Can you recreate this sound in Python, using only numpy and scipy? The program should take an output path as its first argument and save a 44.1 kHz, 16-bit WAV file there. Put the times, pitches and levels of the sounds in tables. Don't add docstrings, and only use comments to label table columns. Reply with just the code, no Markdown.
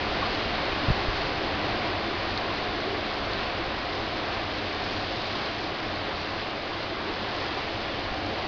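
import sys
import numpy as np
from scipy import signal
from scipy.fft import rfft, irfft, next_fast_len
from scipy.io import wavfile
from scipy.ndimage import uniform_filter1d

SR = 44100
rng = np.random.default_rng(int(sys.argv[2]) if len(sys.argv) > 2 else 0)


def output_pcm(signal):
    pcm = np.clip(np.atleast_2d(signal).T, -1, 1) * 32767
    wavfile.write(sys.argv[1], SR, np.round(pcm).astype(np.int16))


N = 373527
TIME = np.arange(N) / SR

# freq_hz, density_db (per Hz)
WASH_SPECTRUM = [(60, -5.5), (130, 0), (170, -1), (300, -0.5), (480, 0), (750, 1.5), (900, 0), (1100, 0.4),
                 (1300, -1.5), (1600, -1.44), (2200, -3), (3200, -6.5), (4600, -9.5), (7000, -16)]
# freq_hz, gain_db
SPLASH_FILTER = [(500, -21.5), (1500, -10.5), (2500, -3), (3500, -0.5), (4600, -0.5), (7000, 3)]
# freq_hz, density_db (per Hz)
WIND_SPECTRUM = [(10, -13.5), (22, -4), (40, -1), (65, -0.5), (120, -12.5), (300, -32), (1000, -61.5)]
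# pitch_hz, width_hz (of each of two passes), gain_db
PANEL_MODES = [(94.6, 22, 3), (217.7, 21.8, 0), (295.5, 33.6, 1.5), (335.6, 53, 0.5), (410.4, 71, -1),
               (538.6, 71, -2), (643, 96, -2.5), (713, 70, -0.5), (777, 70, -3), (1066, 220, -6.5)]
# centre_s, level_db, pitch_hz, half_s (fall to 1/e)
DRUM_SWELLS = [(0.23, -31, 1140, .014), (0.842, -31.5, 302, 0.013), (2.506, -36, 1046, 0.019),
               (2.94, -35, 387, 0.093), (2.959, -35, 1090, .016), (5.908, -35, 617, .012),
               (6.931, -33.5, 317, 0.016), (7.09, -34, 330, 0.027), (7.572, -32.5, 400, 0.013)]
# start_s, level_db, pitch_hz
CLOSE_SMACKS = [(1.130, -22, 3900), (2.3759, -14, 4200), (3.334, -15.5, 4450), (4.572, -26, 4300)]
# start_s, peak_db, pitch_hz, t60_s
CAMERA_TONES = [(0.8842, -14, 105.6, 0.035), (0.9013, -12.5, 140, 0.036), (0.909, -15, 50.3, 0.057),
                (1.083, -18.5, 34.8, 0.06), (8.11, -29.5, 38, 0.12)]
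# centre_s, half_s (fall to 1/e), wash_rise_db, drumming_rise_db, splash_rise_db
RAIN_SHEETS = [(.95, .3, 0.8, 0, 1.2), (1.75, 0.32, 1, 3, 0), (3.95, 0.21, 1, 0.3, 0.5),
               (5.156, 0.49, 1.6, 0.7, 4.5), (7.6, .4, 1.4, 0, 2.5), (8.3, 0.27, .4, 3.0, 0.7)]
# centre_s, half_s (fall to 1/e), rise_db
WIND_PUFFS = [(.2, .22, 2.5), (1.1, 0.27, 5), (3.55, .33, 6), (8.1, .1, 6.5)]
# freq_hz, gain_db
MIC_RESPONSE = [(20, 0.5), (4400, 0), (5100, -4.5), (5500, -13.5), (5900, -17), (6500, -26), (7200, -36),
                (8000, -46.5), (8800, -61.5)]

WASH_DB, DRUM_DB, SPLASH_DB, BREEZE_DB = -29, -34, -36.5, -43.5
EASE_DB_PER_S, STEADY_FROM_S = 0.75, 6.05
DRUM_FOLLOW, SPLASH_FOLLOW, BREEZE_FOLLOW = 0.71, 0.52, 1.05


def undb(db):
    return 10 ** (np.asarray(db) / 20)


def unit(x):
    return x / np.sqrt(np.mean(x ** 2))


def colour(x, spectrum):
    size = next_fast_len(N + 4096)
    hz, db = np.transpose(spectrum)
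    bins = np.maximum(np.fft.rfftfreq(size, 1 / SR), 1)
    gain = undb(np.interp(np.log(bins), np.log(hz), db))
    return irfft(rfft(x, size) * gain, size)[:N]


def resonate(x, hz, width_hz):
    b, a = signal.iirpeak(hz, hz / width_hz, fs=SR)
    return signal.lfilter(b, a, x)


def ring(x, hz, width_hz):
    return resonate(resonate(x, hz, width_hz), hz, width_hz)


def walk(rate_hz):
    hold = int(SR / rate_hz)
    held = np.repeat(rng.standard_normal(N // hold + 1), hold)[:N]
    return unit(uniform_filter1d(uniform_filter1d(held, hold), hold))


def surge(centre_s, half_s):
    return np.exp(-((TIME - centre_s) / half_s) ** 2)


def drops(per_s, spread_db):
    falls = rng.random(N) < per_s / SR
    strength = undb(spread_db * rng.standard_normal(N))
    return falls * rng.choice([-1, 1], N) * strength


def easing():
    return EASE_DB_PER_S * np.minimum(TIME, STEADY_FROM_S)


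def downpour():
    wash_db = WASH_DB - easing()
    drum_db = DRUM_DB - DRUM_FOLLOW * easing()
    splash_db = SPLASH_DB - SPLASH_FOLLOW * easing()
    for centre_s, half_s, wash_rise_db, drum_rise_db, splash_rise_db in RAIN_SHEETS:
        sheet = surge(centre_s, half_s)
        wash_db = wash_db + wash_rise_db * sheet
        drum_db = drum_db + drum_rise_db * sheet
        splash_db = splash_db + splash_rise_db * sheet
    return wash_db, drum_db, splash_db


def wash():
    far_rain = unit(colour(rng.standard_normal(N), WASH_SPECTRUM))
    return far_rain * undb(0.61 * walk(6))


def drumming():
    panels = np.zeros(N)
    for hz, width_hz, gain_db in PANEL_MODES:
        sway = undb(gain_db + 0.8 * walk(7.6))
        panels += sway * ring(drops(per_s=800, spread_db=3.0), hz, width_hz)
    return unit(panels)


def patter(count=8):
    ticks = np.zeros(N)
    for hz in np.geomspace(1500, 6000, count):
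        tick = unit(resonate(drops(per_s=900, spread_db=4.5), hz, hz / 3))
        ticks += tick * np.sqrt(hz) * undb(0.6 * walk(9.9))
    return unit(colour(ticks, SPLASH_FILTER)) * undb(0.65 * walk(22))


def drum_swells():
    out = np.zeros(N)
    for centre_s, level_db, hz, half_s in DRUM_SWELLS:
        ringing = unit(ring(drops(per_s=990, spread_db=4.0), hz, 100))
        out += undb(level_db) * ringing * surge(centre_s, half_s)
    return out


def smacks(ping_s=0.00055, crack_s=0.0022, crack_db=-6.5, spray_s=0.014, spray_db=-15):
    out, t = np.zeros(N), TIME[:SR // 10]
    treble = signal.butter(3, 3200, "highpass", fs=SR, output="sos")
    for start_s, level_db, hz in CLOSE_SMACKS:
        hiss = unit(signal.sosfilt(treble, rng.standard_normal(len(t))))
        ping = np.sin(2 * np.pi * hz * t) * np.exp(-t / ping_s)
        crack = undb(crack_db) * np.exp(-t / crack_s)
        spray = undb(spray_db) * np.exp(-t / spray_s)
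        start = int(start_s * SR)
        out[start:start + len(t)] += undb(level_db) * (ping + hiss * (crack + spray))
    return out


def thump_and_nudges():
    out = np.zeros(N)
    for start_s, peak_db, hz, t60_s in CAMERA_TONES:
        t = np.maximum(TIME - start_s, 0)
        swell = (1 - np.exp(-t / 0.0013)) * np.exp(-np.log(1000) * t / t60_s)
        out += undb(peak_db) * swell / swell.max() * np.sin(2 * np.pi * hz * t)
    return out


def breeze():
    rumble = unit(colour(rng.standard_normal(N), WIND_SPECTRUM))
    return rumble * undb(1.0 * walk(6.6))


def breeze_level():
    level_db = BREEZE_DB - BREEZE_FOLLOW * easing()
    for centre_s, half_s, rise_db in WIND_PUFFS:
        level_db = level_db + rise_db * surge(centre_s, half_s)
    return level_db


def scene():
    wash_db, drum_db, splash_db = downpour()
    rain = undb(wash_db) * wash() + undb(drum_db) * drumming() + undb(splash_db) * patter()
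    accents = drum_swells() + smacks()
    on_camera = thump_and_nudges() + undb(breeze_level()) * breeze()
    return (rain + accents + on_camera)[None]


def record(dry):
    heard = colour(dry[0], MIC_RESPONSE)
    steep_cut = signal.ellip(8, 0.2, 70, 8600, fs=SR, output="sos")
    return signal.sosfilt(steep_cut, heard)[None]


dry = scene()
out = record(dry)
output_pcm(out)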